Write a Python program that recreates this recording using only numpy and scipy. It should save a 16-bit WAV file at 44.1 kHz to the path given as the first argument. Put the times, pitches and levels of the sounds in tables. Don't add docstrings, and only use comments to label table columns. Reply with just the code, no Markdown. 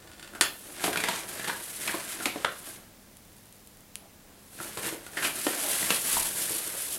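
import sys
import numpy as np
from scipy import signal
from scipy.fft import rfft, irfft
from scipy.io import wavfile

SR = 44100
rng = np.random.default_rng(int(sys.argv[2]) if len(sys.argv) > 2 else 0)


def bounce(signal):
    frames = np.transpose(np.atleast_2d(signal))
    limited = np.clip(frames, -1, 1)
    pcm = np.round(limited * 32767).astype(np.int16)
    wavfile.write(sys.argv[1], SR, pcm)


N = 307818
TIME = np.arange(N) / SR


def gain_of(db):
    return 10 ** (np.asarray(db) / 20)


def unit_rms(x):
    return x / np.sqrt(np.mean(x ** 2) + 1e-20)


def unit_energy(x):
    return x / np.sqrt(np.sum(x ** 2) + 1e-20)


def value_at(points, hz):
    points_hz, values = np.transpose(points)
    return np.interp(np.log(hz + 1), np.log(points_hz + 1), values)


def add(mix, at_s, sound):
    part = mix[max(round(at_s * SR), 0):][:len(sound)]
    part += sound[:len(part)]


def colour(x, spectrum, size=2048):
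    gain = gain_of(value_at(spectrum, np.fft.rfftfreq(size, 1 / SR)))
    cepstrum = irfft(np.log(gain))
    cepstrum[1:size // 2] *= 2
    cepstrum[size // 2 + 1:] = 0
    return signal.oaconvolve(x, irfft(np.exp(rfft(cepstrum))))[:len(x)]


def ring(x, hz, width_hz):
    r = np.exp(-np.pi * width_hz / SR)
    return signal.lfilter([1, 0, -1], [1, -2 * r * np.cos(2 * np.pi * hz / SR), r * r], x)


def swell(at_s, width_s):
    return np.exp(-((TIME - at_s) / width_s) ** 2)


def drift(rate_hz, size=8192):
    step_s = TIME[-1] / (size - 1)
    lowpass = np.exp(-(np.fft.rfftfreq(size, step_s) / rate_hz) ** 2)
    curve = irfft(rfft(rng.standard_normal(size)) * lowpass)
    return np.interp(TIME, np.arange(size) * step_s, unit_rms(curve))


def grains(per_s, spread_db, clump_db, clump_hz):
    chance = rng.random(N) * SR / per_s
    at = np.flatnonzero(chance < 1)
    rarity = np.minimum(-np.log(chance[at]), 4)
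    clicks = np.zeros(N)
    clicks[at] = (-1.) ** at * gain_of(spread_db * rarity + clump_db * drift(clump_hz)[at])
    return clicks


def crackle(spectrum, per_s, spread_db, clump_db, clump_hz):
    return unit_rms(colour(grains(per_s, spread_db, clump_db, clump_hz), spectrum))


def burst(length_s, rise_share=0.33, size=4096):
    age = np.arange(size) / SR / length_s
    slips = rng.standard_normal(size) * np.exp(-age) * (1 - np.exp(-age / rise_share))
    flat = irfft(np.exp(1j * np.angle(rfft(slips))))
    return flat * np.exp(-(np.arange(size) / (size / 2)) ** 4)


def impact(spectrum, length_s):
    return unit_energy(colour(burst(length_s), spectrum))


# (frequency [Hz], level [dB])
ROOM_NOISE = [(15, -31), (25, -4.5), (102, -10), (170, -8.5), (205, -10.5), (228, -9), (316, -12),
              (361, -15), (527, -15), (1280, -22.5), (1870, -22), (2390, -23.5), (2730, -24), (3580, -24.5),
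              (15800, -26)]
# (frequency [Hz], level [dB])
MAINS_HUM = [(101, -69), (202, -66.5)]


def background(noise_db=-54.5, waver_rad=0.46):
    hum = np.zeros(N)
    for hz, db in MAINS_HUM:
        phase = 2 * np.pi * hz * TIME + waver_rad * drift(rate_hz=2.7)
        hum += gain_of(db) * unit_rms(np.sin(phase))
    return gain_of(noise_db) * unit_rms(colour(rng.standard_normal(N), ROOM_NOISE)) + hum


# (frequency [Hz], level [dB])
FLOUR_SHIFT = [(30, -25), (90, -10), (180, -3.5), (250, -3.5), (325, 0.5), (450, -3.5), (590, -2),
               (900, -9), (1500, -7.5), (4000, -54)]
FOLD_CRUMPLE = [(300, -25), (700, -8), (1000, -12.5), (1600, 6), (2700, 2), (4000, -1), (6000, -4),
                (9000, -2), (15000, -71)]


def held_bag(level_db=-58, creak_db=-3):
    shift = crackle(FLOUR_SHIFT, per_s=500, spread_db=1, clump_db=3.3, clump_hz=30)
    creak = crackle(FOLD_CRUMPLE, per_s=900, spread_db=2, clump_db=2, clump_hz=30)
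    return gain_of(level_db) * (shift + gain_of(creak_db) * creak) * swell(at_s=0.22, width_s=0.58)


# (frequency [Hz], level [dB])
CONTACT_CLICK = [(200, -4), (1000, -1), (3000, 3.5), (6000, -7), (9000, 6.5), (12000, -3), (16000, -45)]


def strike(blows, modes, contact_db, cutoff_hz, contact_s=0.00057):
    grid_hz = np.geomspace(30, 20000, 400)
    power = gain_of(contact_db + value_at(CONTACT_CLICK, grid_hz)) ** 2
    for hz, width_hz, db in modes:
        detuning = (grid_hz ** 2 - hz ** 2) / (grid_hz * width_hz)
        power += gain_of(db) ** 2 / (1 + detuning ** 2)
    power /= 1 + (grid_hz / cutoff_hz) ** 4
    spectrum = np.transpose([grid_hz, 10 * np.log10(power)])
    direct, send = np.zeros((2, N))
    for at_s, db in blows:
        add(direct, at_s, gain_of(db) * impact(spectrum, contact_s))
    strength = np.linalg.norm([gain_of(db) for _, db in blows])
    add(send, blows[0][0], strength * impact(spectrum, contact_s))
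    return direct, send


# (frequency [Hz], width [Hz], level [dB])
SPOON_MODES = [(340, 58, -2), (1460, 200, 3), (1770, 95, 5), (2730, 280, -3), (3490, 270, 1),
               (4600, 1200, -6), (7300, 820, -2), (9000, 600, -3)]
# (time [s], relative energy [dB])
SPOON_TAPS = [(0.024, -46.5), (0.0737, -41), (0.1153, -39), (0.1333, -41), (0.179, -47), (0.1952, -36),
              (0.2274, -32.5), (0.2447, -38), (0.275, -36.5)]


def spoon_rattle(level_db=15, width_ratio=0.48):
    modes = [(hz, width_hz * width_ratio, db) for hz, width_hz, db in SPOON_MODES]
    direct, _ = strike(SPOON_TAPS, modes, contact_db=-10.5, cutoff_hz=6200, contact_s=0.0021)
    return gain_of(level_db) * direct


# (time [s], relative energy [dB], pitch [Hz], ringing share [0-1], length [s])
BUCKLES = [(0.334, -24, 1450, .9, 0.0035), (0.349, -15, 1480, 0.82, 0.0062), (0.805, -17, 1610, 0.7, .004),
           (0.839, -1.5, 1580, 0.09, 0.0041), (0.929, -6.5, 1550, 0.4, 0.0052),
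           (0.958, -3.5, 1460, .85, 0.002), (0.972, -3.5, 2450, 0.5, 0.0027),
           (1.001, -7.5, 2300, 0.56, .005), (1.037, -2, 1995, 0.4, .0035), (1.084, -1, 940, 0.32, 0.0045),
           (1.395, -12.5, 1790, 0.64, 0.0025), (1.443, -9, 1750, 0.55, 0.0042),
           (1.473, -4.5, 940, 0.33, 0.013), (1.495, -4, 1620, 0.98, 0.0033), (1.876, -3, 2300, 0.64, .004),
           (1.892, -6.5, 1710, 1, 0.0033), (1.94, -10.5, 1080, 0.8, 0.0063), (2.201, -12.5, 1440, .9, .004),
           (2.256, 0.5, 2220, 0.28, .003), (4.587, -22, 1580, 0.9, 0.0035), (4.599, -12.5, 1390, 1, 0.0031),
           (4.772, -11.5, 1070, 0.4, 0.0042), (5.064, -18.5, 1460, .5, 0.0034),
           (5.169, -3, 1770, 0.8, 0.0095), (5.224, -6, 1560, 0.7, 0.0083), (5.243, -1.5, 2470, 0.5, 0.01),
           (5.466, -9, 1800, .1, 0.004), (5.826, -9, 1880, 0.64, .003), (5.904, 2, 2830, 0.27, .003),
           (6.167, -4, 950, 1, .003)]
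# (frequency [Hz], level [dB])
SNAP_CRACK = [(2000, -39), (4500, -7), (8000, 13.5), (10500, 10), (12500, 8), (15500, -14)]
SNAP_BODY = [(40, -23), (150, -1.5), (300, 0), (700, 1.5), (1300, 4), (2400, 2.5), (3800, 2.5),
             (5500, -6.5), (9000, -11.5), (15000, -42)]
SNAP_THUD = [(50, -29), (150, -3), (250, 0.5), (325, -2.5), (450, -3.5), (580, -8.5), (800, -4),
             (2000, -71)]


def bag_snaps(level_db=1.34, crack_db=-6, thud_db=-15, panel_q=9.1):
    out = np.zeros(N)
    for at_s, db, hz, ring_share, length_s in BUCKLES:
        crack = gain_of(crack_db - 0.25 * db) * impact(SNAP_CRACK, length_s)
        body = impact(SNAP_BODY, length_s)
        panel = unit_energy(ring(burst(length_s), hz, hz / panel_q))
        thud = gain_of(thud_db - 0.55 * db) * impact(SNAP_THUD, length_s)
        snap = np.sqrt(1 - ring_share) * (body + crack) + np.sqrt(ring_share) * panel + thud
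        add(out, at_s, gain_of(level_db + db) * snap)
    return out


# (time [s], energy [dB])
SPOON_BLOWS = [(.4106, 6.5), (.4113, 4.5), (.4127, 3.5), (.415, -4)]


def spoon_clack():
    return strike(SPOON_BLOWS, SPOON_MODES, contact_db=-10.5, cutoff_hz=15000)


# (time [s], film level [dB], fold level [dB])
SPOON_IN = [(0.58, -48.5, -64), (0.788, -48, -45.5), (0.85, -31, -36.5), (0.93, -44, -44),
            (0.99, -39.5, -47), (1.048, -48, -36.5), (1.178, -41, -35.5), (1.27, -47, -46)]
SPOON_OUT = [(1.27, -42, -46.5), (1.452, -44.5, -44), (1.746, -40.5, -50), (1.864, -37.5, -39),
             (2.078, -43, -44.5), (2.36, -51, -45), (2.636, -48.5, -57.5), (2.794, -59, -57),
             (2.95, -74, -74)]
HAND_GRIP = [(4.4, -65, -68), (4.442, -60.5, -75), (4.644, -40.5, -45.5), (4.756, -46, -50.5),
             (4.866, -34.5, -37), (5.012, -55, -55), (5.12, -52, -55)]
HAND_GATHER = [(5.12, -52, -54), (5.254, -32.5, -33), (5.322, -39.5, -46.5), (5.502, -31.5, -40.5),
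               (5.528, -36.5, -38.5), (5.7, -29.5, -39), (5.968, -30, -35.5), (6.004, -33, -47),
               (6.14, -26, -34), (6.352, -36.5, -47.5), (6.362, -30.5, -40), (6.776, -37, -47.5),
               (6.814, -33, -44.5), (6.906, -39, -50.5), (6.922, -31, -50), (6.98, -41.5, -52)]


def handling(fade_db_per_s=35):
    out = np.zeros((2, N))
    for bout in (np.vstack([SPOON_IN, SPOON_OUT]), np.vstack([HAND_GRIP, HAND_GATHER])):
        times_s, *curves_db = bout.T
        fade_db = fade_db_per_s * abs(TIME - np.clip(TIME, times_s[0], times_s[-1]))
        out += [gain_of(np.interp(TIME, times_s, db) - fade_db) for db in curves_db]
    return out


# (time [s], rise [s], peak level [dB])
FLAP_SLIDES = [(0.645, 0.019, -49.5), (2.075, 0.037, -37), (2.2, 0.031, -38.5), (2.62, 0.06, -42.5),
               (4.48, 0.045, -63), (5.34, 0.029, -39), (5.68, 0.035, -32)]


def flap_swishes(sharpness=2.2):
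    out = np.zeros(N)
    for at_s, rise_s, db in FLAP_SLIDES:
        age = np.maximum(TIME - at_s, 0) / rise_s
        out += gain_of(db) * (age * np.exp(1 - age)) ** sharpness
    return out


# (frequency [Hz], level [dB])
FILM_FIZZ = [(1000, -31.5), (3000, -8.5), (5500, -10), (7000, -7), (8500, -3), (11000, -0.5), (12200, -4.5),
             (13500, -11), (15800, -19.5)]


def bag_rustle(shift_db=-44, panels_db=-8, swish_folds_db=-7, firm_push_db=-36, shift_db_per_db=0.59):
    shift = crackle(FLOUR_SHIFT, per_s=1200, spread_db=1.7, clump_db=2.5, clump_hz=27)
    panels = np.zeros(N)
    for hz in np.geomspace(850, 3300, 14):
        clicks = grains(per_s=70, spread_db=2.4, clump_db=2.8, clump_hz=21)
        panels += unit_rms(ring(clicks, hz, width_hz=160)) / np.sqrt(hz)
    creases = crackle(FOLD_CRUMPLE, per_s=2600, spread_db=2.8, clump_db=1.8, clump_hz=55)
    folds = unit_rms(creases + gain_of(panels_db) * unit_rms(panels))
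    film = crackle(FILM_FIZZ, per_s=7000, spread_db=2.3, clump_db=1.7, clump_hz=70)
    film_gain, fold_gain = handling()
    swish = flap_swishes()
    film_gain = np.hypot(film_gain, swish)
    fold_gain = np.hypot(fold_gain, gain_of(swish_folds_db) * swish)
    push = (fold_gain / gain_of(firm_push_db)) ** shift_db_per_db
    return film_gain * film + fold_gain * folds + gain_of(shift_db) * push * shift


# (time [s], energy [dB])
BAG_BUMPS = [(0.668, -30), (0.841, -6), (0.878, -1.5), (1.942, -8.5), (2.257, -9.5), (2.358, -7),
             (4.601, -15.5), (4.772, -12.5), (4.864, -12), (4.925, -10.5), (5.467, 1), (6.505, -11.5),
             (6.673, -19)]
# (frequency [Hz], width [Hz], level [dB])
HOLLOW_MODES = [(200, 80, -13), (340, 55, 1), (446, 60, 0), (562, 60, -1), (719, 90, -7), (934, 100, -6)]


def bag_bumps(push_s=0.0024, slap_db=-12, cutoff_at_0db_hz=3000, hardening=1.8):
    out = np.zeros(N)
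    for at_s, db in BAG_BUMPS:
        push = burst(push_s)
        thump = sum(gain_of(mode_db) * unit_energy(ring(push, hz, width_hz))
                    for hz, width_hz, mode_db in HOLLOW_MODES)
        slap = gain_of(slap_db) * unit_energy(colour(push, SNAP_BODY))
        cutoff_hz = cutoff_at_0db_hz * gain_of(db) ** hardening
        pole = np.exp(-2 * np.pi * cutoff_hz / SR)
        cushioned = signal.lfilter([1], [1, -pole], unit_energy(thump) + slap)
        add(out, at_s, gain_of(db) * unit_energy(cushioned))
    return out


# (time [s], energy [dB])
COUNTER_BLOWS = [(2.4466, 1.5), (2.4492, 3.5)]
# (frequency [Hz], width [Hz], level [dB])
COUNTER_MODES = [(565, 170, -5), (1000, 190, -1), (1370, 210, 2), (1900, 190, -5.5), (2900, 340, -10),
                 (3540, 390, -9)]


def counter_knock():
    return strike(COUNTER_BLOWS, COUNTER_MODES, contact_db=-17, cutoff_hz=4500)


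def bag_settling(level_db=-65):
    creep = crackle(FILM_FIZZ, per_s=230, spread_db=3, clump_db=1.3, clump_hz=14)
    return gain_of(level_db) * creep * swell(at_s=3.4, width_s=0.49)


# (time [s], energy [dB])
CREASE_RELEASES = [(3.169, -25), (3.525, -26.5), (3.673, -25.5), (3.771, -31), (3.806, -31)]


def crease_ticks(length_s=0.0013):
    out = np.zeros(N)
    for at_s, db in CREASE_RELEASES:
        add(out, at_s, gain_of(db) * impact(FILM_FIZZ, length_s))
    return out


# (frequency [Hz], level [dB])
TIP_CLICK = [(200, -21), (900, -12), (1700, -7), (2700, 3), (5500, -6), (8000, 0), (10500, 5), (13000, -11),
             (16000, -22)]


def spoon_tip(at_s=3.9562, energy_db=-10):
    out = np.zeros(N)
    click = unit_energy(colour(signal.unit_impulse(1024), TIP_CLICK))
    add(out, at_s, gain_of(energy_db) * click)
    return out


def flour_drop(level_db=-59):
    hollow = unit_rms(ring(rng.standard_normal(N), hz=700, width_hz=220))
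    return gain_of(level_db) * hollow * swell(at_s=4.04, width_s=0.045)


def bag_drag(level_db=-41):
    slips = grains(per_s=1500, spread_db=1.7, clump_db=2, clump_hz=30)
    rub = unit_rms(ring(slips, hz=590, width_hz=260))
    return gain_of(level_db) * rub * swell(at_s=5.64, width_s=0.08)


def air_puff(level_db=-49):
    return gain_of(level_db) * drift(rate_hz=90) * swell(at_s=6.19, width_s=0.07)


# (frequency [Hz], T60 [s])
KITCHEN_T60 = [(200, 0.31), (600, 0.44), (1500, 0.28), (4000, 0.32), (9000, 0.15), (15000, 0.69)]


def reflections(gap_s=0.0017, per_s=5000, size=24000):
    echoes = rng.choice([-1., 1.], size) * (rng.random(size) < per_s / SR)
    echoes *= np.arange(size) > gap_s * SR
    hz, age_s, bands = signal.stft(echoes, SR, nperseg=256)
    decay = gain_of(-60 * age_s / value_at(KITCHEN_T60, hz)[:, None])
    return unit_energy(signal.istft(bands * decay, SR, nperseg=256)[1])


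def kitchen(send, patterns=5, patterns_per_s=3.1):
    out = np.zeros(N)
    for k in range(patterns):
        offset = abs((patterns_per_s * TIME - k + patterns / 2) % patterns - patterns / 2)
        weight = np.cos(np.pi / 2 * np.minimum(offset, 1))
        out += signal.oaconvolve(send * weight, reflections())[:N]
    return out


def scene(hits_send_db=0.5, film_send_db=-8, clack_send_db=1, knock_send_db=-1, near_send_db=-7,
          side_db=-38):
    hits = bag_snaps() + bag_bumps() + spoon_rattle()
    film = held_bag() + bag_rustle() + bag_settling() + bag_drag()
    clack, clack_send = spoon_clack()
    knock, knock_send = counter_knock()
    near = crease_ticks() + spoon_tip() + flour_drop()
    direct = hits + film + clack + knock + near
    send = gain_of(hits_send_db) * hits + gain_of(film_send_db) * film + gain_of(near_send_db) * near
    send += gain_of(clack_send_db) * clack_send + gain_of(knock_send_db) * knock_send
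    mid = direct + kitchen(send) + air_puff() + background()
    side = gain_of(side_db) * signal.oaconvolve(direct, reflections())[:N]
    return np.array([mid + side, mid - side])


# (frequency [Hz], level [dB])
CHANNEL_HISS = [(25, 17), (100, 14), (300, 12), (1000, 5), (5000, 1), (12000, 6), (16000, 4)]


def record(dry, hiss_db=-69, ceiling=0.85, cutoff_hz=15950):
    hiss = np.array([unit_rms(colour(noise, CHANNEL_HISS)) for noise in rng.standard_normal(dry.shape)])
    clipped = np.clip(dry + gain_of(hiss_db) * hiss, -ceiling, ceiling)
    lowpass = signal.firwin(511, cutoff_hz, window=("kaiser", 9), fs=SR)
    return signal.oaconvolve(clipped, lowpass[None], "same")


dry = scene()
out = record(dry)
bounce(out)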